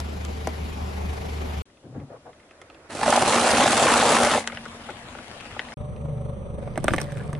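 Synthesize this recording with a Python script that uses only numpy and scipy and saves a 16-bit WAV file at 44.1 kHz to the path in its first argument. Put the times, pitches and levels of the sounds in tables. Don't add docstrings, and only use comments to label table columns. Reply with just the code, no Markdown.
import sys
import numpy as np
from scipy import signal
from scipy.io import wavfile
from scipy.ndimage import uniform_filter1d

SR = 44100
rng = np.random.default_rng(int(sys.argv[2]) if len(sys.argv) > 2 else 0)


def to_linear_factor(level_db):
    exponent = np.asarray(level_db, float) / 20
    return 10 ** exponent


def inscribe(sig):
    pcm = np.round(np.clip(np.atleast_2d(sig).T, -1, 1) * 32767)
    wavfile.write(sys.argv[1], SR, pcm.astype(np.int16))


N = 325899

# start t/s, end t/s
LIGHTERS_SPAN = (0, 1.622)
SNACKS_SPAN = (1.655, 5.742)
CUCUMBER_SPAN = (5.771, 7.39)
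BAND_EDGES_HZ = (30, 350, 2500, 16000)
# t/s, left minus right/dB
BALANCE = [(0.0, 3), (2.12, 2), (2.98, -2), (5.39, 3), (6.01, -0.5), (7.39, 0)]

# t/s, third firing multiple f/Hz, its level/dB, strain/dB
LIGHTERS_IDLE = [
    (0.0, 74.8, -31.5, 0),
    (0.054, 74.7, -33, -2),
    (1.606, 74.6, -32.5, -2),
    (1.62, 74.6, -32.5, -8),
]
CUCUMBER_IDLE = [(5.77, 74.4, -43.5, -10), (5.95, 74.26, -42, -4.5), (6.2, 74.7, -38.5, 3),
                 (6.4, 71.33, -42, -15), (6.6, 72.34, -39.5, -8), (6.75, 71.45, -45, -1),
                 (7.0, 72.1, -41, -1), (7.2, 71.6, -44, 9), (7.39, 72.4, -41, 5)]
# multiple of firing rate, level re third multiple/dB
LIGHTERS_TONES = [(1, -43), (2, -31), (4.35, -15), (5, -32), (7.6, -16.5), (10.2, -22.5), (15.2, -24.5),
                  (17.8, -22), (31, -25.5)]
CUCUMBER_TONES = [(1, -7), (2, -20), (4, -30), (5, 0.5), (6, 2.5), (7, -12), (8, -31), (9, -7.5),
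                  (18, -12.5), (22, -20.5), (23, -11.5), (24, -9.5), (30.5, -17.5)]
STRAIN_SHARE = {5: 0.28, 6: 0.72}

# t/s, level/dB
LIGHTERS_BAY = [(0.0, -41), (1.448, -38), (1.62, -38)]
CUCUMBER_BAY = [(5.77, -43.5), (7.39, -44)]
CREEP_LEVEL = [
    (1.655, -62),
    (1.949, -62.5),
    (2.9, -51.5),
]
CRUNCH_LEVEL = [(2.89, -73), (2.898, -41), (3.02, -30.5), (3.07, -24), (3.2, -23.5), (3.35, -20.5),
                (3.5, -20), (4.2, -20), (4.38, -24), (4.415, -33), (4.46, -65)]
ROLL_LEVEL = [(4.4, -42), (4.62, -44), (5.568, -44), (5.74, -44)]
JUICE_LEVEL = [(6.52, -70), (6.62, -49), (6.72, -51), (6.8, -49), (6.92, -41.5), (6.99, -45), (7.02, -40.5),
               (7.05, -45.5), (7.39, -49.5)]
# rumble at loudest/dB, share followed, hiss at loudest/dB, share followed
LIGHTERS_BAY_LAW = (-37, 1.2, -47, 0.5)
CUCUMBER_BAY_LAW = (-37.5, 1, -62, 3.5)
CREEP_LAW = (-56, 0.2, -61.5, 0.26)
CRUNCH_LAW = (-31, 0.7, -24.5, 1.0)
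ROLL_LAW = (-51, -1, -46, 1.25)
JUICE_LAW = (-49, -0.3, -43, 2.04)
# f/Hz, density/dB
LIGHTERS_BAY_COLOUR = [(18, -49), (30, -20), (77, -21.5), (137, -23.5), (187, -19.5), (299, -27.5),
                       (432, -19), (591, -21.5), (767, -21), (1590, -31.5), (2910, -28.5), (7080, -39.5),
                       (9190, -45.5), (10700, -38), (15500, -55)]
CUCUMBER_BAY_COLOUR = [(30, -25), (140, -4.5), (225, -21), (300, -26), (450, -23.5), (570, -18.5),
                       (655, -32), (750, -33.5), (1250, -34.5), (1450, -46), (3510, -48), (5250, -67),
                       (6100, -59), (7270, -60), (8660, -46.5), (12000, -67.5)]
CREEP_COLOUR = [(18, -41), (30, -16), (91, -7), (165, -15), (567, 2), (822, -6.5), (1380, -7),
                (11000, -21.5), (14300, -59), (22000, -120)]
SCUFF_COLOUR = [(18, -51), (30, -33), (140, 0.5), (181, -28), (258, -4), (311, -15.5), (954, -29.5),
                (8000, -75), (10400, -99), (17600, -120)]
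CRUNCH_COLOUR = [(18, -59), (30, -44), (81, -4), (178, -9), (233, 2.5), (364, -8.5), (477, -4), (745, -5),
                 (1720, -12), (2100, -13.5), (5370, -22), (7780, -21), (11000, -24), (14300, -60),
                 (22000, -120)]
ROLL_COLOUR = [(18, -47), (30, -13), (81, -3.5), (182, -8.5), (233, -6), (412, -13), (709, -10), (842, -12),
               (2970, -17), (5370, -27), (11000, -31), (14300, -61), (22000, -120)]
JUICE_COLOUR = [(100, 21), (800, 4.5), (1700, -2), (3500, -4.5), (7000, -14), (8700, -6.5), (12000, -21),
                (15500, -22)]
# f/Hz, correlation
LIGHTERS_LIKENESS = [(60, 0.99), (180, 0.88), (550, -0.35), (1650, -0.23), (4970, 0.48), (15000, -0.19)]
CUCUMBER_LIKENESS = [(60, 0.32), (180, 0.68), (550, 0.55), (1650, -0.13), (4970, 0.43), (15000, -0.49)]
ROAD_LIKENESS = [(60, 1.0), (180, 1), (550, 0.94), (1650, 0.21), (4970, -0.48), (15000, -0.00095)]
CRUNCH_LIKENESS = [(60, 0.93), (180, 1), (550, 0.97), (1650, 0.85), (4970, 0.54), (15000, 0.12)]

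# t/s, peak/dB, ring f/Hz, tick/dB, thump/dB
LIGHTER_TICKS = [
    (0.001, -27.5, 1130, 5.5, -8),
    (0.221, -42, 1180, -13, -12),
    (0.249, -32, 1060, 7, -30),
    (0.4718, -8.5, 840, -12.5, -9),
]
# start t/s, length/s, level/dB, rumble re level/dB
SLIPS = [
    (1.834, 0.27, -53, 13),
    (1.946, 0.081, -41.5, 12.5),
    (2.101, 0.064, -41, -7),
    (2.256, 0.042, -41, -4.5),
]
# t/s, peak/dB, ring f/Hz, tick/dB
PEBBLES = [(1.772, -47, 2560, -32), (1.3, -46, 3000, -32), (2.8, -47, 2600, -32), (2.7, -35, 2700, -28),
           (2.3306, -43, 1900, -32), (2.4309, -47, 2150, -32), (2.455, -50, 1700, -32),
           (2.493, -49, 2300, -32), (2.5097, -39, 2330, -24), (2.9, -46, 2290, -32),
           (2.6155, -31, 1910, -13), (2.4, -43.5, 2040, -32), (1.7, -49, 1780, -32), (1.4, -38, 1830, -32),
           (4, -34, 2230, -32), (2, -43, 2170, -32), (2.7462, -40, 2710, -32), (3.3, -40, 1900, -28.5),
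           (2.805, -53, 1600, -32), (2.842, -47, 1460, -32)]
# t/s, peak/dB, ring f/Hz
STICK_SNAPS = [(2.899, -33, 480), (2.928, -34, 520), (2.95, -18.5, 570), (2.99, -24, 703),
               (3.012, -13, 835), (3.032, -10, 977), (3.062, -14, 760), (3.079, -19, 993),
               (3.079, -6.5, 655), (3.097, -7, 610), (3.126, -6, 790), (3.157, -5, 750), (3.176, -7, 720),
               (3.208, -13, 655), (3.222, -5.5, 800), (3.231, -8.5, 440), (3.261, -24, 401),
               (3.261, -11, 969), (3.276, -11, 454), (3.308, -18, 689), (3.332, -10, 1040),
               (3.361, -9, 457), (3.383, -13, 1410), (3.396, -11, 505), (3.428, -13, 545), (3.448, -8, 484),
               (3.492, -11, 805), (3.517, -7, 704), (3.534, -12, 872), (3.552, -14.5, 980),
               (3.569, -11, 1450), (3.58, -9, 826), (3.601, -10.5, 517), (3.615, -7.5, 530),
               (3.624, -10, 1160), (3.639, -10, 487),
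               (3.659, -9, 754), (3.677, -10.5, 861), (3.703, -16, 1300), (3.731, -13.5, 743),
              (3.74, -12, 764), (3.789, -15.5, 790), (3.799, -11, 720), (3.837, -10, 1040),
              (3.868, -5, 1150), (3.883, -9, 1110), (3.901, -7, 970), (3.92, -16, 755), (3.94, -6, 1210),
              (3.958, -9, 790), (3.989, -10, 738), (4.025, -7, 856), (4.059, -12, 674), (4.074, -16, 816),
              (4.089, -13, 660), (4.122, -12, 851), (4.122, -8, 571), (4.148, -9.5, 1040),
              (4.168, -10, 1170), (4.202, -15, 650), (4.211, -14.5, 720), (4.221, -14, 555),
              (4.24, -14, 541), (4.271, -8, 620), (4.307, -8.5, 1320), (4.336, -10, 1010),
              (4.349, -10, 640), (4.377, -14, 608)]
# t/s, peak/dB
CRISPS = [(2.9503, -25), (3.0122, -24), (3.0316, -18), (3.0636, -23), (3.103, -8), (3.1614, -7.5),
          (3.2252, -26), (3.2786, -8.5), (3.3255, -20), (3.3978, -19), (3.5126, -8), (3.5714, -13),
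          (3.662, -14), (3.7071, -9), (3.776, -8), (3.8308, -6.5), (3.9196, -21), (3.9371, -8), (3.977, -9),
          (4.1516, -29), (4.2494, -20), (4.2793, -25), (4.338, -22), (4.395, -21), (4.4384, -33)]
# t/s, peak/dB, ring f/Hz, tick/dB, thump/dB
GRIT = [(4.442, -24, 1870, -13, -10), (4.4745, -9.5, 1690, 0.5, -15.5), (4.499, -20, 1300, -30, -22),
        (4.521, -26, 2200, -22, -22), (4.5265, -24.5, 1500, -27, -7), (4.5725, -14.5, 1750, -35, -25),
        (4.6545, -25, 1340, -7, -21), (4.66, -22.5, 1360, -30, -11), (4.8885, -25, 1440, -25, 0),
        (4.8945, -21.5, 1510, -40, -7), (4.9025, -28, 2600, -25, -21), (5.12, -31, 1100, -20, -17),
        (5.1505, -26.5, 1510, -22, -5), (5.188, -25, 1500, -14, -12), (5.4025, -26.5, 2560, -20, -26),
        (5.454, -25, 1700, -20, -15), (5.5485, -29, 1380, -23, -10), (5.5655, -35, 1280, -13.5, 8),
        (5.5935, -7.5, 1820, -30, -18.5), (5.5975, -17.5, 1900, -28, -21), (5.686, -25.5, 1850, -25, -22),
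        (5.7215, -23.5, 1700, -24, -20)]
# t/s, peak/dB, ring f/Hz, tick/dB, thump/dB
SPLITS = [(5.963, -39, 2600, -20, -5), (6.18, -32, 597, -30, -2), (6.6748, -40, 1560, -18, 12.5),
          (6.7575, -26, 2016, -20, -4), (6.776, -14, 1450, -15.5, 1), (6.8418, -18.5, 970, 0, 4.5),
          (6.8815, -2, 1520, -19, -5), (6.9071, -17, 1588, -27, -9), (6.9358, -6.5, 1350, -16, -1),
          (6.9421, -12, 1560, -19, -16), (6.9621, -23.5, 1994, -3, -17), (6.9812, -10.5, 2000, -24, -8.5),
          (6.985, -10.5, 1900, -21, -11), (7.001, -17.5, 1610, -12, -9), (7.0142, -23, 1690, 5, -5),
          (7.1205, -28.5, 1690, -9, -7), (7.1711, -23, 1551, -17, -19), (7.3297, -22, 1200, -12.5, -5.5),
          (7.3508, -27, 1897, -31, -7)]
# t/s, f/Hz, level/dB
SQUEAK = [
    (7.02, 2100, -62),
    (7.069, 1950, -49),
    (7.149, 1709, -52),
    (7.21, 1540, -42),
    (7.25, 1500, -66),
]
# f/Hz, width/Hz, level/dB
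PORT = [(8410, 350, 11.5), (6070, 764, 4)]
# start t/s, end t/s, low f/Hz, high f/Hz, share of time
MUTED_BANDS = [(0, 1.63, 8300, 9600, .6), (0, 1.63, 12400, 14200, .92), (0, 1.63, 14200, 15600, .55),
               (5.76, 7.39, 6800, 7800, .6), (5.76, 6.75, 4600, 5650, .3), (5.76, 7.39, 10000, 11700, .4),
               (5.76, 7.39, 11700, 15600, .82)]


def read(points, hz):
    f, value = np.transpose(points)
    return np.interp(np.log(hz + 1), np.log(f + 1), value)


def evened(x):
    return x / np.sqrt(np.mean(x ** 2) + 1e-20)


def add(mix, start_s, sound):
    part = mix[:, round(start_s * SR):][:, :sound.shape[1]]
    part += sound[:, :part.shape[1]]


def drift(n, hz):
    low_pass = signal.butter(2, hz, fs=SR, output="sos")
    return evened(signal.sosfilt(low_pass, rng.standard_normal(n + 9000))[9000:])


def band_noise(shape, low_hz, high_hz, order):
    band = signal.butter(order, [low_hz, high_hz], "band", fs=SR, output="sos")
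    return signal.sosfilt(band, rng.standard_normal(shape))


def below(x, hz):
    return signal.oaconvolve(x, signal.firwin(301, hz, window=("kaiser", 7), fs=SR)[None], "same")


def resonance(x, hz, width_hz):
    return signal.lfilter(*signal.iirpeak(hz, hz / width_hz, fs=SR), x)


def spread(pan_db):
    return to_linear_factor(pan_db * np.c_[[.5, -.5]])


def follow(control, law, rumble_db=0):
    s, db = np.transpose(control)
    low_db, low_share, high_db, high_share = law
    dip_db = db - db.max()
    return np.c_[s, low_db + low_share * dip_db + rumble_db, db, high_db + high_share * dip_db]


def grains(n, per_s, spread_db, cycles, shared):
    clumps = np.exp(.45 * drift(n, 60))

    def sizes():
        size_db = spread_db * np.minimum(rng.exponential(1, n), 3.2)
        return to_linear_factor(size_db) * (rng.random(n) < per_s * clumps / SR)

    together, out = sizes(), np.zeros((2, n))
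    t = np.arange(1500) / SR
    for hz in np.geomspace(150, 12000, 12):
        train = shared * together * rng.standard_normal(n) + sizes() * rng.choice([-1, 1], n)
        t60_s = cycles / hz + 0.00027
        bit = np.sin(2 * np.pi * hz * t) * to_linear_factor(-60 * t / t60_s)
        second_path = bit * np.cos(t * hz * 4.2 + 0.13)
        out[0] += evened(signal.oaconvolve(train, bit)[:n])
        out[1] += evened(signal.oaconvolve(train, second_path)[:n])
    return out


def texture(rows, colour, likeness, grit=None, grit_share=0., patchy_db=1.5):
    s, *levels_db = np.transpose(rows)
    n = round((s[-1] - s[0]) * SR)
    frame = dict(fs=SR, nperseg=1024, noverlap=768)
    hz, t, z = signal.stft(rng.standard_normal((2, n)), **frame)
    if grit is not None:
        bits = signal.stft(grains(n, *grit), **frame)[2]
        bits_power = uniform_filter1d((abs(bits) ** 2).mean(2), 9, 1)
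        bits = bits / np.sqrt(bits_power / (abs(z) ** 2).mean())[..., None]
        z = np.sqrt(grit_share) * bits + np.sqrt(1 - grit_share) * z
    shape_db = read(colour, hz)
    field_db = np.zeros(z.shape[1:])
    for low, high, level_db in zip(BAND_EDGES_HZ, BAND_EDGES_HZ[1:], levels_db):
        band = (hz >= low) & (hz < high)
        band_db = 10 * np.log10((to_linear_factor(shape_db[band]) ** 2).sum() / len(hz))
        field_db[band] = np.interp(t + s[0], s, level_db) - band_db
    field_db[hz < BAND_EDGES_HZ[0]] = field_db[1]
    field_db[hz >= BAND_EDGES_HZ[-1]] = field_db[370]
    patches = uniform_filter1d(uniform_filter1d(rng.standard_normal(field_db.shape), 10, 0), 10, 1)
    field_db = uniform_filter1d(field_db, 5, 0) + shape_db[:, None] + patchy_db * evened(patches)
    turn = np.arccos(np.clip(read(likeness, hz), -1, 1))[:, None] / 2
    middle, side = np.cos(turn) * z[0], np.sin(turn) * z[1]
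    pair = np.array([middle + side, middle - side])
    sound = signal.istft(pair * to_linear_factor(field_db), **frame)[1][:, :n]
    return s[0], sound * spread(np.interp(s[0] + np.arange(n) / SR, *np.transpose(BALANCE)))


def engine(idle, tones, bay, wobble_db, jitter, throb, lag_turns, left_late_turns):
    start, noise = bay
    n = noise.shape[1]
    t = start + np.arange(n) / SR
    s, third_hz, level_db, strain_db = np.transpose(idle)
    firing_hz = np.interp(t, s, third_hz) / 3 * (1 + jitter * drift(n, 7.9))
    turns = np.cumsum(firing_hz) / SR
    heard = turns - np.c_[[left_late_turns, 0]]
    exhaust = 0
    for k, tone_db in [(3, 0)] + tones:
        db = np.interp(t, s, level_db + tone_db + STRAIN_SHARE.get(k, 0) * strain_db)
        wobble = wobble_db * (2.5 + k / 9) * drift(n, 5.4)
        exhaust = exhaust + to_linear_factor(db + wobble) * np.cos(2 * np.pi * k * heard)
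    depth = throb * np.clip(1 + 0.5 * drift(n, 6.1), 0, 2)
    swell = np.exp(depth * np.cos(2 * np.pi * (turns - lag_turns)))
    return start, np.sqrt(2) * exhaust + noise * evened(swell)


def road_bounce(x, echo_db):
    t = np.arange(1500) / SR
    scatter = rng.standard_normal(1500) + 0.58 * rng.standard_normal((2, 1500))
    scatter = scatter * to_linear_factor(-60 * t / 0.049) * (t > .001)
    scatter = signal.lfilter(*signal.butter(1, [250, 3000], "band", fs=SR), scatter)
    scatter = scatter / np.linalg.norm(scatter[0])
    return x + to_linear_factor(echo_db) * signal.oaconvolve(x, scatter, axes=1)[:, :N]


def breaks(rows, t60_s, tick_t60_s, tick_hz, thump_hz, thump_t60_s, echo_db, pan_db,
           usual_tick_db=-17, glide=.6, pure=.7):
    out, t = np.zeros((2, N)), np.arange(2000) / SR
    n = len(t)
    tick_band = (tick_hz * .5, tick_hz * 1.67, 2)
    rise = np.clip(t / 0.0014, 0, 1)
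    tear = to_linear_factor(-23 - 60 * t[400::-1] / 0.034)
    for row in rows:
        a, b = rng.random(2)
        s, db, hz, tick_db, thump_db = (*row, *(usual_tick_db, -15)[len(row) - 3:])
        burst = evened(band_noise(n, hz * .55, hz * 2.1, 3)) * to_linear_factor(-85 * t / t60_s)
        turns = hz * (t - glide * 0.00086 * np.exp(-t / 0.0013)) / (1 + glide * 0.27)
        partials = 1.36 * np.sin(2 * np.pi * turns) + 0.44 * np.sin(2 * np.pi * turns * (1.1 + .5 * a))
        body = pure * to_linear_factor(-60 * t / t60_s) * partials + 0.76 * burst
        sag_hz = thump_hz * (0.84 + 0.4 * b) * (1 + 2.71 * np.exp(-t / 0.00266))
        rumble = evened(band_noise(n, thump_hz * .45, thump_hz * 3.5, 2))
        thump = 0.77 * np.sin(2 * np.pi * np.cumsum(sag_hz) / SR) + 0.44 * rumble
        thump = thump * to_linear_factor(thump_db - 60 * t / thump_t60_s)
        tick = to_linear_factor(tick_db + 6.0 - 60 * t / tick_t60_s) * band_noise((2, n), *tick_band)
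        add(out, s, to_linear_factor(db) * spread(pan_db) * (body + thump + tick) * rise)
        fibres = to_linear_factor(db + tick_db - 1) * tear * band_noise((2, len(tear)), *tick_band)
        add(out, max(s - len(tear) / SR, 0), fibres)
    return road_bounce(out, echo_db)


def lighters():
    mix = np.zeros((2, N))
    bay = texture(follow(LIGHTERS_BAY, LIGHTERS_BAY_LAW), LIGHTERS_BAY_COLOUR, LIGHTERS_LIKENESS)
    add(mix, *engine(LIGHTERS_IDLE, LIGHTERS_TONES, bay, wobble_db=0.64, jitter=0.0022, throb=0.15,
                     lag_turns=0.32, left_late_turns=0.0048))
    return mix + breaks(LIGHTER_TICKS, 0.011, 0.012, 5100, 235, 0.071, -17, 2.2, glide=1.1, pure=1.03)


def creep():
    return texture(follow(CREEP_LEVEL, CREEP_LAW), CREEP_COLOUR, ROAD_LIKENESS, patchy_db=1.)


def pebbles():
    return to_linear_factor(6) * breaks(PEBBLES, 0.0043, 0.0084, 8500, 489, 0.044, -6.5, -2.2, glide=0.56, pure=1.1)


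def scuffs():
    s = np.arange(1.7, 2.39, .005)
    rest_db, hiss_db = -72, -35

    def slip(start, length, db, rise_s, sag_db, fall_s):
        return np.interp(s - start, [-rise_s, 0, length, length + fall_s],
                         [rest_db, db, db - sag_db, rest_db])

    level_db = np.max([slip(a, length, db, 0.0081, 4, 0.045) for a, length, db, _ in SLIPS], 0)
    wall_rise_s = 0.034
    low_db = np.max([slip(a + wall_rise_s / 2, length, db + rumble_db, wall_rise_s, 12.5, 0.15)
                     for a, length, db, rumble_db in SLIPS], 0)
    rows = np.c_[s, low_db, level_db, level_db + hiss_db]
    return texture(rows, SCUFF_COLOUR, ROAD_LIKENESS, (320, 3.3, 10.6, 0.45), 0.42)


def crunch():
    return texture(follow(CRUNCH_LEVEL, CRUNCH_LAW), CRUNCH_COLOUR, CRUNCH_LIKENESS,
                   (260, 0.7, 4.6, 0.75), 0.64)


def snaps():
    return to_linear_factor(1.0) * breaks(STICK_SNAPS, 0.019, 0.0064, 3300, 443, 0.019, -12, -0.56,
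                             usual_tick_db=-9, glide=.3, pure=0.7)


def crisps():
    rows = [(s, db - 12, 3000, 12) for s, db in CRISPS]
    return breaks(rows, 0.0066, 0.0074, 6700, 400, .01, -2, -.7)


def roll():
    return texture(follow(ROLL_LEVEL, ROLL_LAW), ROLL_COLOUR, ROAD_LIKENESS,
                   (160, 3.2, 1.6, 1.3), 0.3, patchy_db=2.1)


def tyre_air(x):
    return to_linear_factor(-5) * 3 * resonance(x, 236, width_hz=8.9)


def tread_hum():
    from_peak_s = np.arange(N) / SR - 4.43
    rise_db_per_s, fall_db_per_s = 100, 25.5
    level_db = -38.5 + np.minimum(rise_db_per_s * from_peak_s, -fall_db_per_s * from_peak_s)
    hz = 231 + 2.45 * drift(N, 5.4)
    return to_linear_factor(level_db) * np.sin(2 * np.pi * np.cumsum(hz) / SR)


def grit():
    return breaks(GRIT, 0.0069, 0.0059, 5200, 331, 0.032, -10.5, 3.9, glide=.3, pure=1.05)


def snacks():
    mix = np.zeros((2, N))
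    add(mix, *crunch())
    add(mix, *roll())
    mix += tyre_air(mix)
    mix += tread_hum()
    add(mix, *creep())
    add(mix, *scuffs())
    mix += pebbles() + snaps() + crisps() + grit()
    return below(0.66 * np.tanh(mix / 0.68), 11050)


def injector_whine():
    t = np.arange(N) / SR
    return np.sqrt(2) * to_linear_factor(-74) * np.sin(2 * np.pi * 5927 * t) * (t < 6.76)


def splits():
    dry_splits = breaks(SPLITS, 0.0066, 0.0097, 9200, 266.5, 0.037, -14, -1.7, glide=0.54, pure=0.94)
    ported = sum(to_linear_factor(db) * resonance(dry_splits, hz, width_hz) for hz, width_hz, db in PORT)
    treble = dry_splits - below(dry_splits, 5300)
    return ported + below(dry_splits, 4300) + to_linear_factor(-23.0) * treble


def squelch():
    s = np.transpose(JUICE_LEVEL)[0]
    burst_s, width_s, burst_db = 6.91, 0.11, 23
    swell_db = burst_db * np.exp(-((s - burst_s) / width_s) ** 2)
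    return texture(follow(JUICE_LEVEL, JUICE_LAW, swell_db), JUICE_COLOUR, CUCUMBER_LIKENESS,
                   (93, 4.62, 10.0, 0.61), 0.63)


def squeak():
    s, hz, db = np.transpose(SQUEAK)
    t = np.arange(s[0], s[-1], 1 / SR)
    turns = np.cumsum(np.interp(t, s, hz) * (1 + 0.041 * drift(len(t), 24.94))) / SR
    fuzz = drift(len(t), 140)
    return s[0], to_linear_factor(np.interp(t, s, db)) * fuzz * np.cos(2 * np.pi * turns) * np.ones((2, 1))


def cucumber():
    mix = np.zeros((2, N))
    bay = texture(follow(CUCUMBER_BAY, CUCUMBER_BAY_LAW), CUCUMBER_BAY_COLOUR, CUCUMBER_LIKENESS)
    add(mix, *engine(CUCUMBER_IDLE, CUCUMBER_TONES, bay, wobble_db=.8, jitter=.003, throb=.35,
                     lag_turns=.05, left_late_turns=.003))
    mix += injector_whine() + splits()
    add(mix, *squelch())
    add(mix, *squeak())
    return 0.68 * np.tanh(mix / 0.62)


def cut(x, span):
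    t = np.arange(N) / SR
    inside_s = np.minimum(t - span[0], span[1] - t)
    return x * np.clip((inside_s + .001) / .002, 0, 1)


def scene():
    return cut(lighters(), LIGHTERS_SPAN) + cut(snacks(), SNACKS_SPAN) + cut(cucumber(), CUCUMBER_SPAN)


def roll_off(x):
    return signal.sosfilt(signal.butter(12, 15660, fs=SR, output="sos"), x)


def record(dry):
    hz, t, z = signal.stft(below(dry, 15300), SR, nperseg=1024)
    step_hz = 450
    for start, end, low, high, share in MUTED_BANDS:
        span = (t > start) & (t < end)
        for edge in np.arange(low, high - 200, step_hz):
            band = (hz >= edge) & (hz < edge + step_hz)
            power = uniform_filter1d((abs(z[:, band]) ** 2).sum((0, 1)), size=2)
            quiet = span & (power < np.quantile(power[span], share))
            z[:, band] *= np.where(quiet, to_linear_factor(-38), 1)
    mix = signal.istft(z, SR, nperseg=1024)[1][:, :N]
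    return roll_off(mix)


dry = scene()
out = record(dry)
inscribe(out)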